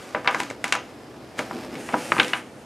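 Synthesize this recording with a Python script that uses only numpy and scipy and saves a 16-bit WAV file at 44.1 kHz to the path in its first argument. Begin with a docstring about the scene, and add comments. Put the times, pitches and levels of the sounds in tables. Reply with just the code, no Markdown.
"""A small quiet room, one close, almost mono microphone on a sheet of metallic adhesive film hanging at an
appliance. The loose film rustles as a hand presses it, and creases buckle with sharp snaps that flutter
through the sheet and ring in it. After a lull the palm lands at about 1.4 s and slides slowly, with a hiss
and a low rumble from the panel. From 1.8 s a faster, brighter stroke rubs the film flat through a second
run of snaps, dying away by 2.5 s."""
import sys
import numpy as np
from scipy import signal
from scipy.fft import rfft, irfft
from scipy.io import wavfile
from scipy.ndimage import uniform_filter1d, minimum_filter1d

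SR = 44100
rng = np.random.default_rng(int(sys.argv[2]) if len(sys.argv) > 2 else 0)


def master_out(mix):
    """Clip the mix to full scale and print it as 16-bit PCM to the path in sys.argv[1]."""
    frames = np.transpose(np.atleast_2d(mix))
    ceiling = np.clip(frames, -1, 1)
    pcm = np.round(ceiling * 32767).astype(np.int16)
    wavfile.write(sys.argv[1], SR, pcm)


N = 116865

# Room tone, and its stereo width: freq_hz, relative_db
AIR_SPECTRUM = [(20, -37), (40, -30.5), (68, -8), (88, -12.5), (118, -0.5), (170, -10), (260, 1),
                (400, -4.5), (600, -7), (950, -13), (2000, -22), (4000, -29.5), (10000, -36.5),
                (13300, -43.5), (15000, -60)]
AIR_WIDTH = [(30, -14), (70, -16), (200, -18.5), (1000, -10), (4000, -5), (12000, -13)]
# Loose film rustling: time_s, level_db
RUSTLE_LEVELS = [(0, -41), (.1, -45), (.14, -46), (.23, -51.5), (.33, -41), (.39, -36.5), (.44, -40.5),
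                 (.48, -44), (.53, -46), (.56, -70), (.65, -48), (.705, -48), (.735, -37), (.77, -51),
                 (.86, -54.5), (1.34, -87), (1.385, -33), (1.45, -44.5), (1.6, -66), (2.65, -79)]
# Its tone: freq_hz, relative_db
RUSTLE_SPECTRUM = [(60, -37), (250, -4.5), (600, -5.5), (1200, 2.5), (2600, -5), (4000, -8.5),
                   (7000, -10.5), (10000, -15.5), (13500, -24.5), (15000, -44)]
# Wall reflections by band: low_edge_hz, level_db, t60_s
ROOM_BANDS = [(107, 4.5, 0.31), (400, 6.5, 0.19), (900, -1.5, 0.23), (1800, -5, .29), (3500, -4, 0.25),
              (7040, -7.5, 0.14)]
# Buckling creases: start_s, build_ms, flutter_ms, pop_db, pop_low_hz, pop_high_hz, facet_hz,
# crack_db, crack_top_hz, thump_db, send_db (into the sheet and the room)
CREASES = [ (0.1477, 0.5, 7, -21.5, 540, 2050, 639, -54, 5000, -35, -2),
           (0.2465, .4, 5.8, -37, 576, 2150, 1170, -53, 9000, -45, 4.5),
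           (0.2610, 6.7, 7, -31, 785, 1800, 1200, -70, 6000, -59, 1.5),
           (0.2753, 0.019, 8.1, -14, 930, 2700, 1219, -29.5, 4300, -43, -1.5),
           (0.3110, .5, 4.5, -32, 900, 2400, 1200, -48, 11000, -44, -5),
           (0.3275, .5, 4, -36, 900, 2400, 1210, -52, 10000, -59, 2),
           (0.3460, 0.25, 5.8, -23, 940, 1800, 1620, -38.5, 6000, -33, -2),
           (0.4024, 2.7, 4.7, -24.5, 805, 2740, 987, -33, 9300, -35, -1.5),
           (0.4335, 0.56, 3.7, -36, 900, 3380, 1020, -40.5, 8000, -48, -6),
           (0.5019, 2.2, 5.8, -35.5, 600, 2760, 2150, -42, 8000, -42, -3),
           (0.5100, 1, 2.6, -36, 400, 2050, 596, -55, 8000, -36.5, -14),
           (0.6417, 0.31, 4.7, -23.5, 840, 2780, 2030, -31.5, 9150, -37.5, -0.5),
           (0.68, 1.2, 4.5, -42, 1100, 3500, 2020, -42, 9200, -81, 7.5),
           (0.7242, 0.34, 3.2, -15, 1110, 2860, 2760, -23, 8000, -36, -3),
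           (0.7523, 0.43, 6.7, -26.5, 600, 2430, 1320, -38.5, 8500, -46, -1),
           (1.3914, 0.77, 7, -23, 517, 2500, 597, -37.5, 8150, -29.5, -5),
           (1.5110, 0.28, 2.6, -32.5, 850, 1400, 965, -58, 6000, -37, -4.5),
           (1.7540, .3, 2.4, -42.5, 1600, 3000, 2190, -56, 6000, -43, 5),
           (1.8890, 0.38, 7, -31, 900, 2090, 1350, -60, 6000, -62, -2),
           (1.9259, 0.54, 2.6, -43.5, 800, 2920, 1300, -55, 5000, -41.5, 17),
           (1.9424, 3.5, 5.2, -18, 864, 1350, 986, -58, 4500, -30, -10),
           (2.1199, 0.12, 5.3, -16, 840, 2120, 1270, -43, 4500, -27, -8),
           (2.1602, .5, 2, -36, 1000, 2300, 1600, -57, 5950, -45, -7),
           (2.1665, 0.39, 4.7, -27, 790, 1800, 1240, -60, 6000, -39, -2.5),
           (2.182, 0.23, 3.5, -26.5, 1180, 2820, 1990, -60, 6000, -35, -7),
           (2.1879, .8, 4, -24, 800, 2340, 870, -55, 6000, -25, -2.5),
           (2.1986, 0.022, 3.9, -8.5, 1560, 2850, 1542, -31, 5500, -41, -7),
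           (2.2310, 0.26, 1.8, -33, 2400, 4000, 3300, -41, 8000, -53, -10),
           (2.2462, 1.3, 4.4, -37, 1500, 4060, 2990, -42, 8000, -39, 2),
           (2.281, .3, 3.5, -36.5, 1200, 3500, 2000, -41.5, 9200, -52, 7.5),
           (2.3340, 0.4, 4.1, -19, 1310, 2380, 2890, -54, 4500, -39, -2), ]
# Resonances of the sheet and panel: pitch_hz, level_db, t60_s
SHEET_MODES = [(252, -13, 0.22), (334, -19, 0.6), (497, 15, 0.75), (634, 6, 0.083), (986, 11, .16),
               (1185, -2, 0.39), (1606, -12, 0.26), (1727, -29, 0.21), (2117, 5, 0.1), (2225, 10, .12),
               (2910, -6, 0.099)]
# First, slow stroke of the palm: time_s, level_db
SLOW_STROKE_LEVELS = [(1.3, -52), (1.42, -45), (1.53, -41), (1.65, -39.5), (1.69, -45), (1.74, -39),
                      (1.85, -53), (2.0, -38.5), (2.3, -70)]
# Its tone: freq_hz, relative_db
SLOW_STROKE_SPECTRUM = [(300, -12), (600, -0.5), (1000, -3.5), (2200, -6), (3200, -11), (4200, -13.5),
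                        (5150, -10), (6000, -18.5), (9000, -20.5), (13500, -26.5), (15000, -50)]
# Panel rumbling under the palm: time_s, level_db
PANEL_LEVELS = [(1.3, -51.5), (1.42, -63), (1.56, -34.5), (1.66, -37.5), (1.7, -40.5), (1.77, -36),
                (1.88, -46.5), (1.99, -48), (2.1, -39.5), (2.3, -45), (2.45, -79)]
# Its tone: freq_hz, relative_db
PANEL_SPECTRUM = [(60, -37), (140, -5), (225, 2), (330, 4.5), (480, -8.5), (610, -8.5), (900, -20),
                  (2000, -55)]
# Second, faster and brighter stroke: time_s, level_db
FAST_STROKE_LEVELS = [(1.68, -78), (1.80, -40.5), (1.92, -41), (1.96, -45.5), (1.99, -37), (2.1, -37),
                      (2.22, -34.5), (2.3, -39.5), (2.38, -39), (2.42, -51), (2.5, -55)]
# Its tone: freq_hz, relative_db
FAST_STROKE_SPECTRUM = [(300, -3.5), (700, -5.5), (1500, 0.5), (2700, 2.5), (3700, -7.5), (5200, -6),
                        (7800, -5), (9200, -2), (11000, -11), (13500, -17), (15000, -42)]
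# Stereo width by frequency, nearly mono and a little wider in the treble: freq_hz, gain_db
STEREO_WIDTH = [(100, -28), (500, -38), (1500, -21), (3000, -17.5), (5000, -16.5), (8000, -20),
                (12000, -9.5)]

ROOM_DELAY_S, ROOM_BUILD_S = 0.0056, 0.002
SLIPS_PER_S = 5000
CRACK_MS, THUMP_MS, FACET_T60_S = 4.1, 6.9, 0.038
SNAP_SAMPLES, LEAD_SAMPLES = SR // 10, SR // 50  # one snap, and the part before its click


def undb(db):
    """Decibels to gain."""
    return 10 ** (np.asarray(db) / 20)


def unit(x):
    """Scale to an energy of one."""
    return x / np.sqrt(np.sum(x ** 2) + 1e-18)


def band(x, low_hz, high_hz, order):
    """Causal band-pass; the order sets how steep the high edge is."""
    highpass = signal.butter(2, low_hz, "high", fs=SR, output="sos")
    lowpass = signal.butter(order, high_hz, fs=SR, output="sos")
    return signal.sosfilt(np.vstack([highpass, lowpass]), x)


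def equalise(x, curve):
    """Filter by a curve of freq_hz, gain_db points."""
    hz, db = np.array(curve).T
    freqs = np.maximum(np.fft.rfftfreq(N, 1 / SR), 1)
    return irfft(rfft(x) * undb(np.interp(np.log(freqs), np.log(hz), db)), N)


def colour(x, spectrum):
    """Filter by a spectrum and scale to an rms of one."""
    return unit(equalise(x, spectrum)) * np.sqrt(N)


def room_tone(level_db=-43):
    """Still air in the room: a steady, low noise."""
    return colour(rng.standard_normal(N), AIR_SPECTRUM) * undb(level_db)


def friction(levels, spectrum, spread_db=3, smear_db=0):
    """Dense tiny slips of uneven size, smeared by the room, swelling along a level curve."""
    slips = (rng.random(N) < SLIPS_PER_S / SR) * rng.choice([-1, 1], N)
    slips = slips * undb(spread_db * np.minimum(rng.exponential(size=N), 6))
    swell = undb(np.interp(np.arange(N) / SR, *np.array(levels).T))
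    return colour(slips + undb(smear_db) * room(slips), spectrum) * swell


def film_rustle():
    """The loose film rustles in tiny slips."""
    return friction(RUSTLE_LEVELS, RUSTLE_SPECTRUM, spread_db=2.5)


def room(x):
    """Dense reflections from near walls; the treble dies first."""
    t = np.arange(SR // 2) / SR
    freqs = np.fft.rfftfreq(len(t), 1 / SR)
    noise = rfft(rng.standard_normal(len(t)))
    onset = np.clip((t - ROOM_DELAY_S) / ROOM_BUILD_S, 0, 1)
    high_edges = [row[0] for row in ROOM_BANDS[1:]] + [SR / 2]
    tail = 0
    for (low_hz, level_db, t60_s), high_hz in zip(ROOM_BANDS, high_edges):
        reflections = irfft(noise * ((freqs >= low_hz) & (freqs < high_hz)), len(t))
        tail += undb(level_db) * reflections * unit(onset * np.exp(-np.log(1000) * t / t60_s))
    return signal.fftconvolve(x, tail)[:N]


def flutter(envelope):
    """Flutter through the sheet: a short noise burst with its strongest spectral peaks evened out."""
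    spectrum = rfft(rng.standard_normal(len(envelope)) * envelope)
    return irfft(spectrum / np.sqrt(np.abs(spectrum) + 1e-12), len(envelope)) * np.sqrt(envelope)


def flip(build_ms, decay_ms, low_hz, high_hz, flutter_db=8.5, order=4):
    """One band of a crease flipping. Rows: click with flutter, bare click."""
    ms = (np.arange(SNAP_SAMPLES) - LEAD_SAMPLES) / SR * 1000
    envelope = np.exp(np.where(ms < 0, ms / max(build_ms, .02), -ms / decay_ms))
    click = unit(band(signal.unit_impulse(SNAP_SAMPLES, LEAD_SAMPLES), low_hz, high_hz, order))
    burst = unit(band(flutter(envelope), low_hz, high_hz, order))
    flutter_gain = undb(flutter_db) * (1 + build_ms)  # the slower the build-up, the less click
    return np.array([unit(click + flutter_gain * burst), click])


def crease_snaps():
    """Creases buckle: a pop, a ringing facet, a bright crack and a panel thump. Rows: direct, send."""
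    track = np.zeros((2, N + SR))
    age_s = np.maximum(np.arange(SNAP_SAMPLES) - LEAD_SAMPLES, 0) / SR
    scale = np.sqrt(SR / 100)  # an energy of one becomes an rms of one over 10 ms
    for (start_s, build_ms, flutter_ms, pop_db, pop_low_hz, pop_high_hz, facet_hz,
         crack_db, crack_top_hz, thump_db, send_db) in CREASES:
        pop = flip(build_ms, flutter_ms, pop_low_hz, pop_high_hz)
        facet = unit(np.sin(2 * np.pi * facet_hz * age_s) * np.exp(-np.log(1000) * age_s / FACET_T60_S))
        facet = facet * undb([[-6], [-14]])  # direct, send
        crack = flip(build_ms, CRACK_MS, low_hz=4300, high_hz=crack_top_hz, flutter_db=11)
        thump = flip(build_ms, THUMP_MS, low_hz=196, high_hz=455, order=2)
        snap = undb(pop_db) * (pop + facet) + undb(crack_db) * crack + undb(thump_db) * thump
        snap[1] *= undb(send_db)
        start = int(start_s * SR) - LEAD_SAMPLES
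        track[:, start:start + SNAP_SAMPLES] += scale * snap
    return track[:, :N]


def sheet_ring(clicks):
    """The sheet and the panel ring briefly after each snap."""
    t = np.arange(SR // 2) / SR
    ring = 0
    for pitch_hz, level_db, t60_s in SHEET_MODES:
        rate = np.log(1000) / t60_s
        ring += undb(level_db) * 2 * rate / SR * np.exp(-rate * t) * np.cos(2 * np.pi * pitch_hz * t)
    return signal.fftconvolve(clicks, ring)[:N]


def palm_rub():
    """The palm hisses over the film in two strokes while the panel rumbles beneath it."""
    slow_stroke = friction(SLOW_STROKE_LEVELS, SLOW_STROKE_SPECTRUM, smear_db=-6.5)
    rumble = friction(PANEL_LEVELS, PANEL_SPECTRUM)
    fast_stroke = friction(FAST_STROKE_LEVELS, FAST_STROKE_SPECTRUM, smear_db=7)
    return slow_stroke + rumble + fast_stroke


def scene():
    """Rustle, snaps and rubbing from close by, over room tone, in a narrow stereo image."""
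    rustle = film_rustle()
    snaps, clicks = crease_snaps()
    ring = undb(-4) * sheet_ring(clicks)
    spill = clicks + undb(-7) * ring  # what the snaps throw into the room
    palm = palm_rub()
    mid = room_tone() + rustle + snaps + ring + room(spill) + palm
    diffuse = room(rustle + spill + palm)
    side = equalise(diffuse + undb(-5) * snaps, STEREO_WIDTH) + equalise(room_tone(), AIR_WIDTH)
    return np.array([mid + side, mid - side])


def record(dry):
    """Behind the microphone: a bass cut, a fast limiter for the loudest snaps and a steep top cut."""
    bass_cut_hz, top_cut_hz = 48, 15600
    ceiling, window = .93, int(.002 * SR)
    dry = signal.sosfilt(signal.butter(2, bass_cut_hz, "high", fs=SR, output="sos"), dry)
    gain = ceiling / np.maximum(np.abs(dry).max(axis=0), ceiling)
    gain = uniform_filter1d(minimum_filter1d(gain, window), window)
    return signal.sosfilt(signal.ellip(8, .2, 80, top_cut_hz, fs=SR, output="sos"), dry * gain)


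dry = scene()
out = record(dry)
master_out(out)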